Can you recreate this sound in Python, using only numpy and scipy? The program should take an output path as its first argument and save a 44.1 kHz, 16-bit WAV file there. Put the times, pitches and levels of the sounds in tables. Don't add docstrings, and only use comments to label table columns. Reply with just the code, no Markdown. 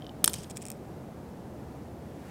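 import sys
import numpy as np
from scipy import signal
from scipy.fft import rfft, irfft
from scipy.io import wavfile
from scipy.ndimage import uniform_filter1d

SR = 44100
rng = np.random.default_rng(int(sys.argv[2]) if len(sys.argv) > 2 else 0)


def digitize_waveform(pressure):
    field = np.atleast_2d(pressure).T
    bounded = np.clip(field, -1, 1)
    quanta = np.round(bounded * 32767).astype(np.int16)
    wavfile.write(sys.argv[1], SR, quanta)


def volts_from_decibels(level):
    exponent = np.asarray(level, float) / 20
    return 10 ** exponent


N = 101430
T = np.arange(N) / SR
CONTACT_S = 0.00009
MID_TAP_DB = -28


def set_rms(x, db):
    return x * volts_from_decibels(db) / np.sqrt(np.mean(x ** 2))


def colour(x, points):
    hz, db = np.array(points).T
    f = np.arange(len(x) // 2 + 1) * SR / len(x) + 1
    gain_db = np.interp(np.log(f), np.log(hz), db)
    return irfft(rfft(x) * volts_from_decibels(gain_db), len(x))


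def walk(rate):
    k = int(SR / rate)
    steps = np.repeat(rng.standard_normal(N // k + 1), k)
    smooth = uniform_filter1d(uniform_filter1d(steps, k), k)
    return 0.43 * smooth[:N]


def add(out, sound, s):
    i = int(s * SR)
    out[i:i + len(sound)] += sound[:N - i]


def strike(modes, contact_s, chance):
    scatter_db = 2
    t = T[:1536] if modes[0][2] > 0.012 else T[:512]
    ring = 0
    for k, (hz, db, t60) in enumerate(modes):
        sign = (-1) ** k
        decay = np.exp(-np.log(1000) * t / t60)
        ring = ring + sign * volts_from_decibels(db + scatter_db * chance[k]) * np.sin(2 * np.pi * hz * t) * decay
    rise = 1 - np.exp(-(t / contact_s) ** 2)
    return rise * ring


def air():
    # (frequency [Hz], relative density [dB per Hz])
    air_spectrum = [(12, -61), (20, -26), (31, -16.5), (53, -15), (75, 0), (104, -4), (134, -1.5),
                    (216, -2.5), (249, -4), (516, -10.5), (743, -12.5), (1100, -22.5), (3280, -37.5),
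                    (14900, -44.5), (16200, -48)]
    air_db, flicker_db = -43, 1.0
    noise = colour(rng.standard_normal(N), air_spectrum)
    return set_rms(noise * volts_from_decibels(flicker_db * walk(6)), air_db)


def swish():
    # (frequency [Hz], relative density [dB per Hz])
    swish_spectrum = [(500, -12.5), (1500, 6.5), (4000, -5), (9000, -9), (16000, -15)]
    end_db, rise_db_per_s, flicker_db = -57.5, 52, 1.7
    noise = set_rms(colour(rng.standard_normal(N), swish_spectrum), end_db)
    return noise * volts_from_decibels(rise_db_per_s * (T - N / SR) + flicker_db * walk(24.7))


def room(x):
    # (frequency [Hz], gain [dB])
    tail_colour = [(500, -6), (2000, 2), (5000, -1), (9000, -4.5), (16000, -5)]
    bench_s, bench_db = 0.0016, -20
    t60_s, top_t60_s = 0.5, 0.6
    tail_db, build_up_s = -22, 0.003
    t = T[:SR // 2]
    tail = 0
    for hz in 500 * 2 ** np.arange(0, 5.1, 0.5):
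        band_edges = [(hz / 1.42, -40), (hz / 1.15, 0), (hz * 1.15, 0), (hz * 1.42, -40)]
        band = colour(rng.standard_normal(len(t)), band_edges)
        rate = 1 / t60_s + (1 / top_t60_s - 1 / t60_s) * (hz / 12000) ** 2
        tail = tail + band * np.exp(-np.log(1000) * t * rate)
    tail = colour(tail, tail_colour) * (1 - np.exp(-(t / build_up_s) ** 2))
    tail = tail * volts_from_decibels(tail_db) / np.sqrt(np.sum(tail ** 2))
    bench = volts_from_decibels(bench_db) * np.roll(x, int(bench_s * SR))
    return x + bench + signal.fftconvolve(x, tail)[:N]


def ticks():
    # (time [s], level [dB], ring frequency [Hz], upper modes [dB])
    tick_events = [(.0088, -54, 3150, -14), (.0214, -40.5, 3150, -4), (.0446, -45, 3050, -1),
                   (.0664, -40.5, 3015, 4.5), (.0933, -40.5, 3010, 0.5)]
    # (frequency [Hz], relative level [dB], decay time T60 [s])
    upper_modes = [(3630, -1.5, 0.0068), (4530, -4, .005), (5500, -6, .005), (8200, -16, 0.0036)]
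    ring_t60_s, contact_s = 0.019, 0.0003
    out = np.zeros(N)
    for s, db, hz, upper_db in tick_events:
        modes = [(hz, 0, ring_t60_s)] + [(f, d + upper_db, t60) for f, d, t60 in upper_modes]
        chance = 0.42 * rng.standard_normal(5)
        add(out, volts_from_decibels(db) * strike(modes, contact_s, chance), s)
    return out


def contact(db, low_db, middle_db, top_db, pitch=1):
    # (frequency [Hz], relative level [dB], decay time T60 [s])
    low_modes = [(3250, -4.5, 0.0057), (4070, -3, 0.0034), (4340, -3.5, 0.0054), (4780, -9, 0.0043)]
    middle_modes = [(5430, -4.5, .007), (6590, -4, 0.0064)]
    main_modes = [(6880, -8.5, .004), (7940, -1, 0.0035), (8520, -2, 0.0038), (9010, 1, 0.0032),
                  (10130, -7, 0.002)]
    top_modes = [(11400, -10, .003), (12000, -2, .003), (13900, -4.5, .003), (15500, -13, .003)]
    soft_modes = [(2480, -10, 0.0044), (15600, -17, 0.0023)]
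    tap_gain_db, tilt_per_octave = 5, 1.1
    hardness_db = db - MID_TAP_DB
    pivot_hz = main_modes[2][0]
    tilted = [(hz, d + tilt_per_octave * hardness_db * np.log2(hz / pivot_hz), t60)
              for hz, d, t60 in main_modes]
    groups = (low_modes, middle_modes, tilted, top_modes, soft_modes)
    shares_db = (low_db, middle_db, 0, top_db, min(0, -hardness_db))
    ring = 0
    for modes, share_db, chance in zip(groups, shares_db, rng.standard_normal((5, 5))):
        pitched = [(hz * pitch, d, t60) for hz, d, t60 in modes]
        ring = ring + volts_from_decibels(share_db) * strike(pitched, CONTACT_S, chance)
    return volts_from_decibels(db + tap_gain_db) * ring


def rattles():
    # (start [s], length [s], contact rate [per s],
    #          starting level [dB, before the tap gain], top modes [dB])
    bursts = [(0.252, 0.09, 1280, -59, 1), (0.344, 0.039, 1630, -55, -8), (0.381, 0.087, 1600., -58, -26),
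              (.497, 0.024, 700., -57, -12), (.556, 0.026, 600., -57.5, -12),
              (0.608, 0.0357, 500., -57.5, -12), (.655, 0.041, 300., -64, -12)]
    fade_db_per_s = 60
    pitch_spread = 0.148
    out = np.zeros(N)
    for s, length, rate, db, top_db in bursts:
        times = s + np.cumsum(rng.exponential(1, 120)) / rate
        scatter = 3.3 * rng.standard_normal((120, 3))
        pitches = 1 - pitch_spread * rng.random(120)
        for at, pitch, (size_db, low, middle) in zip(times, pitches, scatter):
            if at >= s + length:
                break
            click = contact(MID_TAP_DB, low + 1.3, middle + 1.47, top_db, pitch)
            click_db = db + size_db - fade_db_per_s * (at - s)
            add(out, volts_from_decibels(click_db - MID_TAP_DB) * click, at)
    return out


def knocks():
    # (time [s], level [dB], thump relative to the knock [dB])
    knock_events = [(0.2417, -20.5, 1.5), (0.244, -21.5, -14), (.2777, -16.5, -14), (0.3417, -34.5, -20),
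                    (0.568, -44, -12)]
    # (frequency [Hz], relative level [dB], decay time T60 [s])
    knock_modes = [(900, 0.5, 0.003), (1480, 4.5, 0.0037), (2080, -6, 0.0056)]
    thump_modes = [(357, 0.5, 0.011), (110, -4, 0.019)]
    out = np.zeros(N)
    for s, db, thump_db in knock_events:
        add(out, volts_from_decibels(db + thump_db) * strike(thump_modes, 4 * CONTACT_S, np.zeros(2)), s)
        add(out, volts_from_decibels(db) * strike(knock_modes, 2 * CONTACT_S, rng.standard_normal(3)), s)
    return out


def taps():
    # (time [s], strength [dB, before the tap gain], low modes [dB], middle modes [dB], top modes [dB])
    tap_events = [(0.2422, -13.5, -3.5, -17, -4), (0.243, -19, 0.5, 6, 4), (0.2436, -12.5, -20.5, -7, 0.5),
                  (0.2462, -12.5, -2, -11, -13), (0.2591, -21.5, -29, -3.5, -2), (0.2622, -33, -25, -3, -1),
                  (0.2672, -50, -3, 0.5, 0), (0.2775, -9.5, -5.5, -12, -22.5),
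                  (0.2795, -21, -4.5, -10, -18.5), (0.2835, -31, -20, -1, -11), (0.2925, -50, 2, 1, 0),
                  (0.295, -38, 4, -6, -4), (0.298, -42.5, 7.5, -7.5, 14), (0.3337, -22, -11.5, -8, -11),
                  (0.339, -26.5, 0, -5, -7), (0.3403, -28.5, 1, -1, -13.5), (0.3439, -29.5, -21, -18, -9),
                  (0.347, -53, -16, 9, -6), (0.3596, -47, 6, 6, -11), (0.3845, -39.5, -22, -12, -25),
                  (0.4345, -50, -3, -5, -9), (0.4336, -40, -16, -9, -11), (0.4362, -44.5, -7, -9, -13),
                  (0.439, -53.5, -8, -4, -13), (0.4402, -51, -7, -5, -14), (0.442, -50.5, -1, 3, -10.5),
                  (0.4444, -50, 9, 1, -10), (0.499, -39, -15, -8, -15.5), (0.5016, -43, -8, -11, -18),
                  (0.5029, -44, -19.5, -12, -13), (0.506, -41, -17, -8, -9), (0.5085, -39.5, -7, -4, -13),
                  (0.5115, -39, -6.5, -2, -13), (0.5136, -44.5, -8, -7, -12), (0.518, -62, -2, -6, -7),
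                  (0.558, -51, -9, -14, -12), (0.5622, -45, -7, -5, -11), (0.564, -42, -15, -7, -11),
                  (0.5701, -28, -9, -5, -11.5), (0.5718, -35, -8, -6, -7), (0.5765, -37.5, -14, -7, -15),
                  (0.5777, -41, -15, -13, -11), (0.5878, -66.5, -6, 4, 3), (0.5997, -57, -5, -11, -10),
                  (0.6032, -66, -16, -12, -8), (0.6112, -62, -2, -3, -5), (0.613, -53, -4, 2, -7),
                  (0.6182, -39, -20, -4, -17), (0.6229, -37, -18, -10, -19), (0.6244, -38.5, -15, -13, -14),
                  (0.6265, -41, -16, -13, -17), (0.6288, -45, -11, -8, -15), (0.6385, -58, -9, -13, -12),
                  (0.6535, -31.5, -25, -7, -19), (0.665, -34, -23, -5, -11),
                  (0.6692, -42.5, -3.5, -10, -13), (0.6736, -43, -14, -12, -11),
                  (0.6842, -32.5, -20, -9, -15), (0.702, -30.5, -12, -6.5, -2), (0.7036, -36, -9, -12, -12),
                  (0.7165, -34.5, -13, -4.5, -8), (0.7227, -43.5, -12, -8, -12)]
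    out = np.zeros(N)
    for s, *strength in tap_events:
        add(out, contact(*strength), s)
    return out


def scene():
    contacts = ticks() + rattles() + knocks() + taps()
    return (room(contacts) + air() + swish())[None]


def roll_off(x):
    return signal.sosfilt(signal.butter(12, 16670, fs=SR, output="sos"), x)


def record(dry):
    low_pass = signal.butter(8, 16000, fs=SR, output="sos")
    mix = signal.sosfilt(low_pass, dry)
    return roll_off(mix)


dry = scene()
out = record(dry)
digitize_waveform(out)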